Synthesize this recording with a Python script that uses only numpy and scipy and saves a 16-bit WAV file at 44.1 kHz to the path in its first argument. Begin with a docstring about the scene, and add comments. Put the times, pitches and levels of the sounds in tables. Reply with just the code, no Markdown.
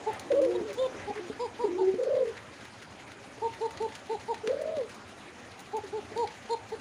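"""Pigeons in a small wooden loft: one gives short arched two-toned notes, a sine and its octave with a faint
high buzz; others give rolling coos, one oscillator pinched off between throbs, or smooth coos, near sines.
Feet scuff in spilt grain (noise ticks with grainy tails) and thump the boards (struck modes); feathers brush
the litter in swells of noise. Air noise and a murmur of far birds lie below; the loft adds reflections."""
import sys
import numpy as np
from scipy import signal
from scipy.fft import rfft, irfft, next_fast_len
from scipy.io import wavfile
from scipy.ndimage import uniform_filter1d

SR = 44100
rng = np.random.default_rng(int(sys.argv[2]) if len(sys.argv) > 2 else 0)


def transcribe(signal):
    """Save signal, clipped to [-1, 1], as a 16-bit WAV file at the path in sys.argv[1]."""
    frames = np.atleast_2d(signal).T
    limited = np.clip(frames, -1, 1)
    pcm = np.round(limited * 32767).astype(np.int16)
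    wavfile.write(sys.argv[1], SR, pcm)


N = 299998


def from_db(db):
    """Decibel law: amplitude gain of a level."""
    return 10 ** (np.asarray(db) / 20)


def rms_one(x):
    """Power normalisation: scales a signal to rms 1."""
    return x / np.sqrt(np.mean(x ** 2) + 1e-20)


def add(track, start_s, sound):
    """Superposition: mixes a sound into a track at a time."""
    at = round(start_s * SR)
    track[at:at + len(sound)] += sound[:N - at]


def drift(rate_hz):
    """Low-passed randomness: noise through two equal poles at rate_hz, rms 1, computed every 40 samples."""
    r = np.exp(-2 * np.pi * rate_hz * 40 / SR)
    noise = rng.standard_normal(N // 40 + 2002)
    slow = signal.lfilter([1], [1, -2 * r, r * r], noise)[2000:]     # the filter's start is dropped
    return np.interp(np.arange(N) / 40, np.arange(len(slow)), rms_one(slow))


def resonance(x, hz, width_hz):
    """Damped resonator: two-pole band with gain about 1 at its peak."""
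    r = np.exp(-np.pi * width_hz / SR)
    zeros = np.array([1, 0, -1]) * (1 - r * r) / 2
    return signal.lfilter(zeros, [1, -2 * r * np.cos(2 * np.pi * hz / SR), r * r], x)


def banded_noise(spectrum, patchy_db):
    """Spectral shaping: third-octave noise bands, each with its own level and flicker; rms 1."""
    points, edges = np.array(spectrum), 25 * 2 ** np.arange(0, 9.5, 1 / 3)
    out, together = 0, drift(3.0)
    white = rng.standard_normal((2, N))     # neighbouring bands take different noise
    for k, (low, high) in enumerate(zip(edges, edges[1:])):
        sos = signal.butter(2, [low, high], "band", fs=SR, output="sos")
        band = signal.sosfilt(sos, white[k % 2])
        level_db = np.interp(np.log(low * high) / 2, np.log(points[:, 0]), points[:, 1])
        flicker_db = patchy_db * (0.35 * together + drift(12.0))
        out = out + band * from_db(level_db + flicker_db)
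    return rms_one(out)


# spectrum of the air noise: centre_hz [Hz], density_db [relative dB per Hz]
AIR_SPECTRUM = [(53, -19), (100, 2.5), (155, -12.5), (200, -1.5), (430, -7.5), (800, -6.5), (2100, -10.5),
                (5000, -21.5), (10000, -23), (16000, -30.5)]
# course of the background: start_s [s], level_db [dB], murmur_db at 200-900 Hz [dB]; both before a trim
AIR_COURSE = [(0, -49.5, -45), (1.2, -50, -49), (2.402, -52, -64.5), (3.7, -50.5, -54), (5.2, -51, -58),
              (6.8, -51, -54)]
MURMUR_SWING_DB = 4.5


def air():
    """Stationary noise with slow level changes, and narrow bands in the coo range: a murmur of far birds."""
    s, level_db, murmur_db = np.transpose(AIR_COURSE)
    t = np.arange(N) / SR
    murmur = 0
    for hz in (289, 405, 562, 770):
        band = rms_one(resonance(rng.standard_normal(N), hz, 62))
        murmur = murmur + band * from_db(MURMUR_SWING_DB * drift(5.6))
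    broad = from_db(np.interp(t, s, level_db) + 3.0) * banded_noise(AIR_SPECTRUM, patchy_db=2.5)
    return broad + from_db(np.interp(t, s, murmur_db) - 8.5) * murmur


# feathers brushing through the litter: start_s [s], length_s [s], level_db [dB at the top of the swell]
FEATHER_BRUSHES = [(0.04, 0.16, -46), (0.196, 0.06, -51), (0.935, 0.14, -50), (1.136, 0.092, -44)]
BRUSH_HZ, BRUSH_WIDTH_HZ = 1700, 1360     # of each of two resonators in a row


def brushes():
    """Friction noise: soft swells of grainy noise in one broad band."""
    swell = np.zeros(N)
    for start, length, level_db in FEATHER_BRUSHES:
        add(swell, start, from_db(level_db) * np.hanning(round(length * SR)))
    rustle = rng.standard_normal(N) * from_db(2.0 * drift(60))
    band = resonance(resonance(rustle, BRUSH_HZ, BRUSH_WIDTH_HZ), BRUSH_HZ, BRUSH_WIDTH_HZ)
    return swell * rms_one(band)


# feet thumping the boards: start_s [s], strike_db [relative dB]
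FOOT_THUMPS = [(0.608, -33), (1.099, -36.5), (1.298, -33), (1.939, -31.5), (3.378, -47), (4.476, -36),
               (4.77, -39), (6.118, -43)]
# modes of the floor board: mode_hz [Hz], level_db [relative dB], t60_s [s]
BOARD_MODES = [(278.6, -1.5, 0.11), (434.4, 7, 0.096), (650, -5, 0.13)]


def thumps():
    """Modal excitation: a soft foot contact rings the floor board's modes."""
    hits = np.full(N, 1e-18)
    for start, strike_db in FOOT_THUMPS:
        add(hits, start, from_db(strike_db) * np.hanning(90) / 30)
    out = 0
    for hz, level_db, t60_s in BOARD_MODES:
        r, w = from_db(-60 / (t60_s * SR)), 2 * np.pi * hz / SR
        mode = signal.lfilter([0, np.sin(w)], [1, -2 * r * np.cos(w), r * r], hits)
        out = out + from_db(level_db) * mode
    # a small board radiates no deep bass
    return signal.sosfilt(signal.butter(2, 190, "high", fs=SR, output="sos"), out)


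# feet scuffing grain: start_s [s], strike_db [relative dB], brightness [dB per octave about 4000 Hz]
FOOT_SCUFFS = [(0.132, -42, 6.5), (0.196, -32, 6), (0.317, -34.5, -1), (0.35, -42, -1), (0.417, -33, 1.5),
               (0.449, -32, -0.5), (0.73, -39.5, 7.5), (1.154, -37.5, 0), (2.034, -36, -0.5),
               (2.369, -39, -4.5), (3.118, -38.5, -2.5), (3.708, -30, 0.5), (3.773, -35.5, -4.5),
               (3.823, -38, 3), (3.921, -43, -7), (3.953, -31, 1), (4.343, -39, -6), (4.475, -24, -5),
               (4.614, -41, 5.5), (4.767, -38.5, -4), (4.945, -38, 4), (5.591, -43, 8.5), (5.767, -35.5, 6),
               (6.177, -29.5, 1), (6.274, -37.5, -6), (6.689, -47, 5.5)]
# noise bands of the knocking grains: band_hz [Hz], width_hz [Hz], level_db [relative dB]
GRAIN_BANDS = [(1876, 910, -0.5), (3970, 1330, -5), (6670, 900, -10.5), (10000, 1300, -11),
               (15000, 3900, -3.5)]
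# dying time of the tick at the soft level; harder ones are shorter by this share of their dB
SCUFF_S, SOFT_SCUFF_DB, CRISP_SHARE = 0.0081, -39.5, 0.87
TAIL_S, TAIL_DB = 0.014, -12     # grains rolling on after the tick: dying time, level against the tick
RUSTLE_PER_S, RUSTLE_DB, RUSTLE_S = 60, -57, 0.007     # soft random grains: rate, least level, time to peak


def grain():
    """Stochastic impacts: ticks with tails of grains knocking together; soft random ones fill the gaps."""
    born = rng.random(N) < RUSTLE_PER_S / SR
    fade, out = np.exp(-1 / (RUSTLE_S * SR)), 0
    t = np.arange(round(5 * TAIL_S * SR)) / SR
    for hz, width_hz, level_db in GRAIN_BANDS:
        # each random grain has its own level in each band, so its own colour
        extra_db = 3.3 * np.minimum(rng.exponential(1, N), 2)
        small = from_db(RUSTLE_DB + extra_db) * born
        push = np.e * signal.lfilter([1 - fade], [1, -2 * fade, fade ** 2], small + 1e-18)
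        for start, strike_db, bright_db in FOOT_SCUFFS:
            dying_s = SCUFF_S * from_db(CRISP_SHARE * (SOFT_SCUFF_DB - strike_db))
            rise = np.minimum(t / (0.23 * dying_s), 1)
            shape = rise * (np.exp(-t / dying_s) + from_db(TAIL_DB) * np.exp(-t / TAIL_S))
            add(push, start - .001, from_db(strike_db + bright_db * np.log2(hz / 4000)) * shape)
        knocks = rng.standard_normal(N) * from_db(3.4 * drift(120))
        out = out + from_db(level_db - 8.5) * push * rms_one(resonance(knocks, hz, width_hz))
    return out


# smooth coos, each a list of rows: start_s [s], pitch_hz [Hz], level_db [rms dB of the tone]
SMOOTH_COOS = [
    [(.32, 348, -34), (.37, 309, -40), (.44, 321.7, -35.5), (.50, 357.4, -33), (.585, 360, -28),
     (.63, 336, -39)],
    [(1.19, 342, -40), (1.236, 363, -42), (1.29, 336, -45)],
    [(1.775, 364.5, -41), (1.82, 380.3, -24.5), (1.845, 371, -30), (1.887, 383, -23), (1.925, 382, -35),
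     (1.99, 354, -40)],
    [(4.53, 574.6, -59), (4.58, 608, -62), (4.608, 619.5, -30.5), (4.632, 625.4, -48), (4.67, 631, -37),
     (4.71, 645, -37.5), (4.76, 631, -34), (4.785, 571, -30.5), (4.815, 487, -33), (4.87, 396, -47.5)],
    [(.675, 586, -53), (.705, 574, -39), (.74, 560, -54)],
    [(5.835, 443, -37), (5.855, 378, -42), (5.9, 384, -57)],
    [(4.55, 444, -46), (4.76, 454, -46.5)],
]
SMOOTH_OCTAVE_DB = -25     # against the tone


def smooth_coos():
    """Frequency-modulated near sines with a faint octave, slightly unsteady in level."""
    out, shake = np.zeros(N), from_db(2.0 * drift(32))
    for rows in SMOOTH_COOS:
        s, hz, level_db = np.transpose(rows)
        t = np.arange(s[0], s[-1], 1 / SR)
        phase = 2 * np.pi * np.cumsum(np.interp(t, s, hz)) / SR
        fade = np.minimum(np.minimum(t - s[0], s[-1] - t) / 0.0072, 1)
        tone = np.sin(phase) + from_db(SMOOTH_OCTAVE_DB) * np.sin(2 * phase)
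        add(out, s[0], np.sqrt(2) * from_db(np.interp(t, s, level_db)) * fade * tone)
    return out * shake


# phrases of the rolling coos: open_s, longest open time of a throb [s]; leak, share of the tone through a
# pinch [0-1]; pace, rows of start_s [s] and throbs so far [count]; swing_hz, high at the pinches and low
# between [Hz]; glide_hz within each throb [Hz]; rows of start_s [s], pitch_hz [Hz], level_db [before the crop, dB]
ROLL_PHRASES = [(0.07, .08, [(.302, 0), (.331, 1), (.354, 2), (.407, 3), (.47, 4), (.505, 5), (.532, 6)],
                0, 0, [(.302, 515, -19), (.316, 580, -18.5), (.326, 505, -16), (.336, 455, -19),
                (.356, 560, -19), (.399, 575, -16.5), (.411, 440, -28), (.422, 545, -17.5),
                (.455, 535, -19), (.462, 485, -21), (.5, 462, -25), (.53, 520, -29)]),
                (0.07, .1, [(.575, 0), (.61, 1), (.648, 2), (.69, 3), (.725, 4)], 3, -20, [(.575, 470, -32),
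                (.625, 430, -30), (.675, 425, -33), (.725, 385, -37)]), (0.07, .15, [(1.158, 0),
                (1.202, 1)], 3, -5, [(1.158, 435, -33), (1.202, 416, -33)]), (0.07, .15, [(1.637, 0),
                (1.66, 1), (1.742, 5), (1.778, 6)], 3, 5, [(1.637, 430, -18.5), (1.656, 420, -19),
                (1.663, 413, -28.5), (1.68, 392, -28), (1.686, 338, -25.5), (1.742, 365, -25.5)]),
                (0.07, .25, [(1.981, 0), (2.007, 1), (2.022, 2), (2.043, 3), (2.063, 4)],
                0, 0, [(1.983, 465, -28), (1.995, 540, -22), (2.005, 455, -22), (2.025, 545, -23),
                (2.036, 500, -20), (2.044, 415, -36), (2.06, 470, -24)]), (0.07, .27, [(2.063, 0), (2.1, 1),
                (2.16, 3), (2.185, 4), (2.202, 5)], 55, 0, [(2.063, 510, -19), (2.075, 545, -21),
                (2.09, 430, -27), (2.098, 565, -21), (2.12, 590, -18.5), (2.14, 520, -22),
                (2.155, 565, -20), (2.185, 560, -21), (2.2, 510, -22)]), (0.07, .22, [(2.202, 0),
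                (2.221, 1), (2.242, 2), (2.268, 3), (2.29, 4), (2.306, 5), (2.325, 6)],
                25, 5, [(2.202, 522, -19), (2.232, 510, -18), (2.244, 470, -26), (2.3, 445, -29),
                (2.325, 400, -37)]), (0.07, .35, [(4.432, 0), (4.453, 1), (4.474, 2), (4.525, 3)],
                0, 0, [(4.432, 415, -36), (4.445, 444, -27), (4.47, 425, -27), (4.485, 447, -24),
                (4.496, 565, -25), (4.507, 472, -20), (4.522, 590, -26)]), (0.0105, .08, [(4.527, 0),
                (4.54, 1), (4.565, 2), (4.59, 3), (4.614, 4), (4.635, 5), (4.673, 7), (4.752, 12)],
                3, 35, [(4.526, 590, -21), (4.545, 550, -21), (4.595, 575, -21.5), (4.66, 605, -22),
                (4.678, 620, -30), (4.695, 610, -25), (4.74, 610, -26)])]
THROB_SCATTER_DB = 0.2
PINCH_S = 0.007     # closing time of the throat


def rolling_coos():
    """Amplitude modulation: one oscillator pinched off between throbs; pitch glides in each and wavers."""
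    hz, gain = np.full(N, 450.), np.zeros(N)
    for open_s, leak, pace, swing_hz, glide_hz, rows in ROLL_PHRASES:
        pace_s, throbs = np.transpose(pace)
        s, pitch_hz, level_db = np.transpose(rows)
        pinches = np.interp(np.arange(throbs[-1] + 1), throbs, pace_s)
        scatter_db = THROB_SCATTER_DB * rng.standard_normal(16)
        for k, (start, end) in enumerate(zip(pinches, pinches[1:])):
            length = min(end - start, open_s)
            at, u = round(start * SR), np.linspace(0, 1, round(length * SR))
            t = start + u * length
            bend_hz = swing_hz * np.cos(2 * np.pi * u) + glide_hz * (u - .5)
            hz[at:at + len(u)] = np.interp(t, s, pitch_hz) + bend_hz
            edge = np.minimum(np.minimum(u, 1 - u) * length / PINCH_S, 1)
            opening = leak + (1 - leak) * np.sin(edge * np.pi / 2)
            gain[at:at + len(u)] = from_db(np.interp(t, s, level_db) + scatter_db[k]) * opening
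    hz = uniform_filter1d(hz, size=60) + 8 * drift(54.5)
    phase = 2 * np.pi * np.cumsum(hz) / SR
    gain = uniform_filter1d(gain, size=90) * from_db(1.0 * drift(130))
    # the inflated crop rounds off the edges
    tone = resonance(resonance(gain * np.sin(phase), 430, 650), 243, 407)
    return tone + from_db(-31.5) * gain * np.sin(2 * phase)


# short notes: start_s [s], length_s [s], top_hz [Hz], fall_hz to the end [Hz], tone_db [dB], octave_db [dB],
# octave's swell from middle to end [dB], buzz_hz [Hz], buzz_db [dB]
SHORT_NOTES = [(0.061, 0.049, 440.4, 27, -26.5, -27.5, 1, 3930, -65),
               (0.545, 0.024, 481, 19, -26, -38, -1, 3700, -42),
               (0.772, 0.1, 523.7, 28, -24, -42, 5, 3440, -42.5),
               (1.069, 0.047, 421.3, 31, -34, -33.5, 5, 4190, -72),
               (1.391, 0.08, 492.5, 104, -29.5, -33.5, 0, 4940, -52.5),
               (1.588, 0.072, 487.3, 81, -31, -32.5, -1.5, 4830, -57),
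               (1.778, 0.055, 452.6, 126, -30.5, -33.5, -1.5, 4500, -60),
               (3.415, 0.067, 459.7, 20, -27.5, -28.5, 2, 4170, -67),
               (3.605, 0.069, 456, 24, -26.5, -31.5, 3.5, 4100, -64),
               (3.799, 0.072, 451, 23, -27, -31.5, 3.5, 4240, -61),
               (4.092, 0.068, 453, 73, -28, -30.5, 0.5, 4200, -59),
               (4.278, 0.058, 468.6, 91, -28.5, -28, 2.5, 4930, -61),
               (5.729, 0.065, 444, 64, -29.5, -29.5, -1, 4300, -77),
               (5.923, 0.076, 440, 65, -30, -38, 0.5, 4400, -66),
               (6.157, 0.097, 476.5, 97, -28.5, -29.5, 3, 4520, -57),
               (6.492, 0.062, 467.6, 33, -28.5, -28.5, 4, 4200, -51),
               (6.717, 0.038, 449, 35, -29.5, -41, -15, 4300, -54.5)]
# windpipe resonances shared by all notes: peak_hz [Hz], width_hz [Hz],
# level_db [dB against the mean of a note's octave and buzz levels]
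WINDPIPE = [(4000, 900, -14.5), (7200, 500, -15), (9400, 900, -19)]
NOTE_ATTACK_S, NOTE_RELEASE_S = 0.017, 0.0095
RISE_HZ = 80.5     # a note starts this far under its top
BUZZ_WIDTH_HZ = 320     # width of the resonance at buzz_hz
PIPE_SAG, BUZZ_SWELL_DB = 0.025, 1.5     # over half a note the resonances sink by this share and the buzz grows
ROUGH_DB, ARCH_DB = 1.3, 2.5     # flutter of tone and octave; sag of the tone either side of its early peak


def notes():
    """Source and filter: arched tone and octave; high partials buzz faintly in the windpipe's resonances."""
    out, flicker = np.zeros(N), from_db(2.9 * drift(40))
    flutter = from_db(ROUGH_DB * np.array([drift(45), drift(45)]))
    wobble = .035 * drift(90)     # cycle jitter in radians, which blurs the high partials most
    for start, length, top_hz, fall_hz, tone_db, octave_db, swell_db, buzz_hz, buzz_db in SHORT_NOTES:
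        u = np.linspace(-1, 1, round(length * SR))     # the pitch tops at u = 0
        hz = top_hz - np.where(u < 0, RISE_HZ * np.abs(u) ** 2.75, fall_hz * np.abs(u) ** 2.26)
        phase = 2 * np.pi * np.cumsum(hz) / SR
        at = round(start * SR)
        now = slice(at, at + len(u))
        low, high = flutter[:, now]
        tone = from_db(tone_db - ARCH_DB * np.abs(u + 0.092)) * low * np.sin(phase)
        octave = from_db(octave_db + swell_db * u) * high * np.cos(2 * phase)

        shared = [(f, width, db + (octave_db - buzz_db) / 2) for f, width, db in WINDPIPE]
        pipe = [(buzz_hz, BUZZ_WIDTH_HZ, 0)] + shared
        buzz = 0
        for k in range(3, 24):
            near = 0
            for peak_hz, width_hz, peak_db in pipe:
                offset = (k * hz - peak_hz * (1 - PIPE_SAG * u)) / width_hz
                near = near + from_db(peak_db) / (1 + offset ** 2) ** 2
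            buzz = buzz + (near + 0.004) * np.sin(k * (phase + wobble[now]) + k * k)
        voice = tone + octave + from_db(buzz_db + BUZZ_SWELL_DB * u) * buzz * flicker[now]

        edge = np.minimum((1 + u) / NOTE_ATTACK_S, (1 - u) / NOTE_RELEASE_S) * length / 2
        add(out, start, voice * np.sin(np.minimum(edge, 1) * np.pi / 2))
    return out


LOFT_T60_S, LOFT_DB, WALL_CUT_HZ, LOFT_LOW_HZ = 0.32, -13.5, 8200, 586
ECHO_S, ECHO_DB = 0.022, -15     # the far wall


def loft(x):
    """Diffuse reverberation: decaying noise as impulse response, thin in the bass that the boards let out."""
    t = np.arange(round(LOFT_T60_S * SR)) / SR
    onset = np.minimum(t / 0.0019, 1)
    tail = rng.standard_normal(len(t)) * from_db(-60 * t / LOFT_T60_S) * onset
    sos = signal.butter(1, [LOFT_LOW_HZ, WALL_CUT_HZ], "band", fs=SR, output="sos")
    tail = signal.sosfilt(sos, tail)
    return signal.fftconvolve(x, tail / np.sqrt(np.sum(tail ** 2)))[:N]


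def scene():
    """Superposition of direct sound, one wall echo and reverberation, over the air noise."""
    near = brushes() + thumps() + grain() + smooth_coos() + rolling_coos() + notes()
    echo = np.zeros(N)
    add(echo, ECHO_S, from_db(ECHO_DB) * resonance(near, 870, 1200))
    return (near + echo + from_db(LOFT_DB) * loft(near) + air())[None]


# response of the microphone: freq_hz [Hz], gain_db [dB]
MICROPHONE_RESPONSE = [(60, 1), (5800, -1.5), (6700, -0.5), (7900, -8), (9500, -5.5), (11000, -11.5),
                       (13400, -32.5), (15000, -15)]
CUTOFF_HZ = 15680     # from here up the low-pass holds 70 dB of loss


def record(dry):
    """Linear filtering: the microphone's response colours the treble, and a steep low-pass cuts the top."""
    size = next_fast_len(N)
    hz = np.maximum(np.arange(size // 2 + 1) * SR / size, 1)
    points = np.array(MICROPHONE_RESPONSE)
    colour = from_db(np.interp(np.log(hz), np.log(points[:, 0]), points[:, 1]))
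    coloured = irfft(rfft(dry, size) * colour, size)[:, :N]
    return signal.sosfilt(signal.cheby2(20, 70, CUTOFF_HZ, fs=SR, output="sos"), coloured)


dry = scene()
out = record(dry)
transcribe(out)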